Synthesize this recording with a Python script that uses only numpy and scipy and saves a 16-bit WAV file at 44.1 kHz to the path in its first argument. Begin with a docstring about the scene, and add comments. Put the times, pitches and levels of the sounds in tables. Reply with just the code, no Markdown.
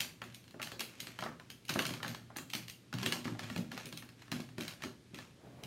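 """Plastic markers are sorted in a small room; a ceiling fan hums faintly throughout.
A sharp click opens, then barrels and caps click together in bunches as the markers are picked up.
From 0.5 s to 5.1 s some knock on the table, which thuds hollowly; light slides and ticks fall between.
From 5.3 s someone turns round with a dull shuffle of clothes, and one last click follows."""
import sys
import numpy as np
from scipy import signal
from scipy.fft import rfft, irfft, next_fast_len
from scipy.io import wavfile

SR = 44100
rng = np.random.default_rng(int(sys.argv[2]) if len(sys.argv) > 2 else 0)


def file_out(sig):
    """Save sig as 16-bit WAV at sys.argv[1]."""
    # one column per channel
    cols = np.atleast_2d(sig).T
    # limit, then scale
    lim = np.clip(cols, -1, 1)
    pcm = np.round(lim * 32767).astype(np.int16)
    wavfile.write(sys.argv[1], SR, pcm)


N = 249606

# marker contacts: (time [s], cap level [dB], sharpness: cap over barrel [dB])
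CONTACTS = [(.005, -31, 13.5), (.218, -46, -6), (0.24, -52, 9), (0.346, -48.5, 18), (.441, -60, 6),
            (.479, -58.5, 6), (0.509, -57.5, 9), (0.543, -80, -25.5), (.598, -52.5, -11.5), (.617, -41, 5),
            (0.628, -37.5, 10), (.672, -45.5, 1), (.718, -44.5, 1.5), (0.795, -39.5, 15), (.806, -34.5, 12),
            (0.81, -49.5, -4.5), (1.003, -39.5, 19), (1.07, -45, 3.5), (1.189, -43.5, -3.5),
            (1.208, -49.5, 9), (1.224, -47, -11.5), (1.238, -44.5, 0), (1.263, -52, -15),
            (1.398, -54.5, -4.5), (1.502, -45.5, 10.5), (1.652, -55, 19), (1.683, -48, 15),
            (1.693, -36, -0.5), (1.696, -34.5, 9), (1.706, -43, 9), (1.739, -43.5, 29), (1.759, -47, -10.5),
            (1.791, -30, 1), (1.822, -41.5, 15), (1.853, -36, 4), (1.866, -39.5, 20), (1.906, -44.5, 4),
            (1.938, -42.5, 3), (2.003, -56.5, -10.5), (2.03, -40, -1), (2.047, -48.5, -11.5),
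            (2.08, -43, 21), (2.147, -45.5, -1), (2.303, -78, -28.5), (2.362, -48, -4.5), (2.369, -46, 44),
            (2.385, -45.5, -1.5), (2.501, -46, 12), (2.535, -34.5, 8), (2.551, -37, 10), (2.682, -46, 12),
            (2.698, -45.5, 22), (2.928, -45.5, -5), (2.939, -43, 0.5), (2.985, -45, 3), (3.03, -38, 1.5),
            (3.061, -30.5, 5.5), (3.123, -31, 4), (3.244, -50, 11), (3.254, -48, -5.5),
            (3.279, -52.5, -11.5), (3.35, -64, -14), (3.393, -42.5, -1), (3.442, -51, 0),
            (3.5, -45.5, -2.5), (3.562, -42.5, 0), (3.578, -46.5, 16), (3.717, -45, -2), (3.777, -43.5, -1),
            (3.857, -47, 25), (3.926, -45.5, 5), (3.974, -43, 13), (4.024, -53, -3.5), (4.09, -55.5, 1.5),
            (4.22, -56.5, -0.5), (4.28, -61.5, -6), (4.317, -38, 6), (4.325, -44.5, -3), (4.349, -57, 1),
            (4.403, -48, 5.5), (4.489, -59.5, -1), (4.582, -45.5, 2), (4.608, -40.5, 8), (4.68, -40.5, 8.5),
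            (4.805, -64, -6), (4.822, -47, -0.5), (4.837, -42, -0.5), (5.145, -48, 7.5), (5.188, -49.5, -2),
            (5.636, -45.5, 10)]
# ringing ranges of barrel, cap, edge: (low [Hz], high [Hz])
PART_BANDS_HZ = [(550, 2000), (2000, 5500), (5500, 15500)]
# marker modes: (frequency [Hz], level [dB], t60 [s])
MARKER_MODES = [(660, -9, 0.017), (837, -9.5, 0.048), (1118, -6, 0.063), (1356, 0, 0.038), (1693, 4, 0.029),
                (2212, 1, 0.013), (2710, 2.5, 0.016), (3210, -4, 0.033), (4125, 0.5, 0.017),
                (4570, -18.5, 0.076), (5520, 0, 0.0015), (6575, -0.5, 0.014), (8800, -0.5, 0.0083),
                (11670, 1, 0.0054)]
# knocks on the table: (time [s], level [dB], hardness [dB/octave])
TABLE_KNOCKS = [(.005, -48, -14), (0.544, -47, 9), (.722, -43.5, 12), (.794, -45, 8.5), (1.019, -52, -0.5),
                (1.225, -48.5, 6.5), (1.262, -36.5, 16), (1.697, -44.5, 0), (1.758, -29, 7),
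                (1.851, -44.5, -18), (1.906, -43, 1), (2.086, -45.5, -8), (2.365, -48.5, 1.5),
                (2.545, -48.5, -1.5), (2.94, -38.5, -12), (2.983, -54, -6), (3.028, -40, -2),
                (3.061, -38, 4), (3.16, -45, 4), (3.254, -40, -2), (3.315, -42, -6), (3.441, -48.5, 0),
                (3.502, -46.5, -3.5), (3.562, -36.5, 0.5), (3.585, -46, 6), (3.728, -53, 4.5),
                (3.85, -49, -2), (3.928, -52, -2.5), (4.318, -41, -1), (4.35, -44, -3.5), (4.398, -44.5, 7),
                (4.582, -40, 1), (4.836, -40, 6), (4.873, -47.5, 11), (5.135, -47, -1.5)]
# table top modes: (frequency [Hz], level [dB], t60 [s])
TABLE_MODES = [(116.4, -6, 0.32), (144, -13, 0.15), (163.5, 2.5, 0.1), (199, -7.5, 0.13), (237.2, 2, 0.12),
               (301, -4, 0.093), (360.7, -2.5, 0.073), (473, -10.5, 0.045), (573, -3, 0.041),
               (670, -6.5, 0.032), (916, -0.5, 0.014)]
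# sliding strokes: (start [s], hold [s], level [dB])
SLIDE_STROKES = [(.01, 0.01, -47), (0.243, 0.094, -65.5), (0.884, .37, -60.5), (1.707, 0.22, -50.5),
                 (2.053, 0.053, -52.5), (2.55, 0.035, -54.5), (2.993, 0.16, -50.5), (3.263, 0.034, -51.5),
                 (3.401, 0.2, -54.5), (3.733, 0.14, -55.5), (4.199, 0.016, -61), (4.337, 0.06, -53),
                 (4.6, 0.12, -53.5), (4.829, 0.0088, -55), (5.15, 0.067, -59)]
# scrape spectrum: (frequency [Hz], density [dB])
SLIDE_SPECTRUM = [(200, -39), (500, -3), (1000, -1.5), (2500, 3.5), (4500, -5.5), (7000, -8),
                  (10000, -18.5), (12500, -15), (16000, -70)]
# body shifting in its seat: (time [s], level [dB])
CLOTH_ENVELOPE = [(5.3, -76), (5.39, -65), (5.46, -55), (5.55, -58), (5.69, -48.5)]
# cloth spectrum: (frequency [Hz], density [dB])
CLOTH_SPECTRUM = [(50, -25), (110, -2), (250, -7), (400, -13), (620, -11), (1000, -21), (2000, -28),
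                  (6000, -45)]
# fan air spectrum: (frequency [Hz], density [dB])
AIR_SPECTRUM = [(25, -9), (60, 6.5), (120, 7), (250, 7), (400, 0), (800, -13), (2000, -11.5), (4000, -13),
                (7000, -19), (12000, -24.5), (16000, -47)]
# room reverberation: (frequency [Hz], t60 [s], gain [dB])
ROOM_DECAY = [(120, 0.92, -2), (295, 0.31, 10), (875, 0.39, -2.5), (1970, 0.3, -4), (5000, 0.29, 0),
              (11200, 0.31, 2)]


def marker_clicks():
    """Each contact grazes, then strikes; microphone and walls receive different mixes of its modes."""
    out = np.zeros(N)
    filters = [signal.butter(3, band_hz, "bandpass", fs=SR, output="sos") for band_hz in PART_BANDS_HZ]
    for time_s, cap_db, sharpness_db in CONTACTS:
        barrel_db, edge_db = cap_db - sharpness_db, cap_db - 10.5 + 0.31 * sharpness_db
        levels_db = [barrel_db, cap_db, edge_db]
        graze_s = time_s - rng.uniform(0.00092, 0.0045)
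        add(out, graze_s, amp(-14) * contact(levels_db, filters))
        add(out, time_s, early_reflections(contact(levels_db, filters), echo_db=-18))
        for wall in range(2):
            add(out, time_s, amp(-3) * reverb(contact(levels_db, filters)))
    return out


def contact(levels_db, filters):
    """Surfaces chatter briefly; barrel, cap and edge ring. Soft contacts favour the low modes."""
    t = np.arange(SR // 25) / SR
    tilt_db_oct = 0.57 * np.clip(levels_db[1] - levels_db[0], -25, 0)
    chatter = amp(-60 * np.maximum(t - 0.0014, 0) / 0.0089)
    rise = 1 - np.exp(-t / 0.00028)
    click = np.zeros(len(t))
    for level_db, (low_hz, high_hz), bandpass in zip(levels_db, PART_BANDS_HZ, filters):
        modes = [mode for mode in MARKER_MODES if low_hz <= mode[0] < high_hz]
        tone = ring(modes, t, tilt_db_oct, detune=0.053, scatter_db=1.5, flip_chance=0.5)
        crack = unit(signal.sosfilt(bandpass, rng.standard_normal(len(t)) * chatter))
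        click += amp(level_db - 9.5) * unit((tone + amp(-3) * crack) * rise)
    return click


def table_thuds():
    """Knocks and, faintly, barrel clacks drive the table top. Hard blows are shorter and drier."""
    out, t = np.zeros(N), np.arange(SR // 5) / SR
    nudges = [(time_s, cap_db - sharpness_db - 13, -1) for time_s, cap_db, sharpness_db in CONTACTS]
    for time_s, level_db, hardness_db_oct in TABLE_KNOCKS + nudges:
        tightness = max(hardness_db_oct, 0)
        modes = [(hz, db, t60_s / (1 + 0.23 * tightness)) for hz, db, t60_s in TABLE_MODES]
        blow = amp(level_db - 8.5) * (1 - np.exp(-t / 0.0013))
        direct = blow * ring(modes, t, hardness_db_oct, detune=0.033, scatter_db=-1, flip_chance=0.16)
        to_walls = blow * ring(modes, t, hardness_db_oct, detune=0.036, scatter_db=1, flip_chance=0.44)
        add(out, time_s, direct)
        add(out, time_s, amp(-1.5 - 0.28 * tightness) * reverb(to_walls))
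    return highpass(out, cutoff_hz=90)


def marker_slides(catches_per_s=200, snap_t60_s=0.012):
    """Plastic rubs on plastic: a soft scrape with many tiny catches."""
    catches = (rng.random(N) < catches_per_s / SR) * rng.standard_normal(N)
    snap_t = np.arange(SR // 200) / SR
    snap = rng.standard_normal(len(snap_t)) * amp(-60 * snap_t / snap_t60_s)
    grain_power = np.abs(signal.fftconvolve(catches ** 2, snap ** 2)[:N])
    grains = unit(rng.standard_normal(N) * np.sqrt(grain_power))
    scrape = stroke_envelope() * coloured(grains + 0.73 * rng.standard_normal(N), SLIDE_SPECTRUM)
    return scrape + amp(-3.5) * reverb(scrape)[:N]


def stroke_envelope(attack_s=0.029, fade_db_per_s=197):
    """Each stroke swells, holds while the hand moves, then fades."""
    t, gain = np.arange(N) / SR, np.zeros(N)
    for start_s, hold_s, level_db in SLIDE_STROKES:
        swell = np.clip(1 + (t - start_s) / attack_s, 0, 1)
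        fade_db = fade_db_per_s * np.maximum(t - start_s - hold_s, 0)
        gain = np.maximum(gain, swell * amp(level_db - fade_db))
    return gain


def cloth_shuffle():
    """Clothes rub dully on the seat as the body turns."""
    level_db = np.interp(np.arange(N) / SR, *np.transpose(CLOTH_ENVELOPE), left=-120, right=-120)
    return amp(level_db) * coloured(rng.standard_normal(N), CLOTH_SPECTRUM)


def ceiling_fan(hum_hz=119.5, level_db=-61.5):
    """Moving air plus motor hum."""
    air = coloured(rng.standard_normal(N), AIR_SPECTRUM)
    hum = np.sin(2 * np.pi * hum_hz * np.arange(N) / SR)
    return amp(level_db) * (air + hum)


def early_reflections(x, echo_db):
    """Direct sound plus six echoes off nearby objects."""
    response = np.zeros(SR // 50)
    delays_s = rng.uniform(0.003, 0.014, size=6)
    response[(delays_s * SR).astype(int)] = amp(echo_db) * rng.choice([-1, 1], size=6)
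    response[0] = 1
    return signal.fftconvolve(x, response)


def reverb(x, build_s=0.0038):
    """Diffuse room tail, new for each place and direction."""
    hz, t, noise = signal.stft(rng.standard_normal(SR // 2), SR, nperseg=256)
    decay = amp(-60 * t / along(ROOM_DECAY, hz)[:, None])
    energy = np.mean(decay ** 2, axis=1, keepdims=True) * SR / 2
    decay *= amp(along(ROOM_DECAY, hz, column=2))[:, None] / np.sqrt(energy)
    tail = signal.istft(noise * decay, SR, nperseg=256)[1]
    rise = 1 - np.exp(-np.arange(len(tail)) / SR / build_s)
    return signal.fftconvolve(x, tail * rise)


def ring(modes, t, tilt_db_oct, detune, scatter_db, flip_chance):
    """Damped modes at rms 1; pitch, level and sign vary with where the blow lands."""
    hz, db, t60_s = np.transpose(modes)[:, :, None]
    pitch_draw, level_draw = rng.standard_normal((2, len(modes), 1))
    sign = np.where(rng.random((len(modes), 1)) < flip_chance, -1, 1)
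    level_db = db + tilt_db_oct * np.log2(hz / hz[0]) + scatter_db * level_draw
    sines = np.sin(2 * np.pi * hz * np.exp(detune * pitch_draw) * t)
    return unit(np.sum(sign * amp(level_db - 60 * t / t60_s) * sines, axis=0))


def amp(db):
    return 10 ** (np.asarray(db) / 20)


def unit(x):
    return x / np.sqrt(np.mean(x ** 2) + 1e-20)


def along(rows, hz, column=1):
    """Table column interpolated over log frequency."""
    columns = np.transpose(rows)
    return np.interp(np.log(hz + 1), np.log(columns[0] + 1), columns[column])


def highpass(x, cutoff_hz):
    return signal.sosfilt(signal.butter(2, cutoff_hz, "highpass", fs=SR, output="sos"), x)


def filtered(x, gain_at_hz):
    size = next_fast_len(N + 8192)
    return irfft(rfft(x, size) * gain_at_hz(np.fft.rfftfreq(size, 1 / SR)), size)[:N]


def coloured(x, spectrum):
    """x shaped by a spectrum, at rms 1."""
    return unit(filtered(x, lambda hz: amp(along(spectrum, hz))))


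def add(track, time_s, sound):
    start = int(np.clip(round(time_s * SR), 0, N - 1))
    track[start:start + len(sound)] += sound[:N - start]


def scene():
    return (marker_clicks() + table_thuds() + marker_slides() + cloth_shuffle() + ceiling_fan())[None]


def record(dry):
    """Microphone: deep bass rolled off, nothing above 15.8 kHz."""
    return filtered(highpass(dry[0], cutoff_hz=60), lambda hz: hz < 15800)[None]


dry = scene()
out = record(dry)
file_out(out)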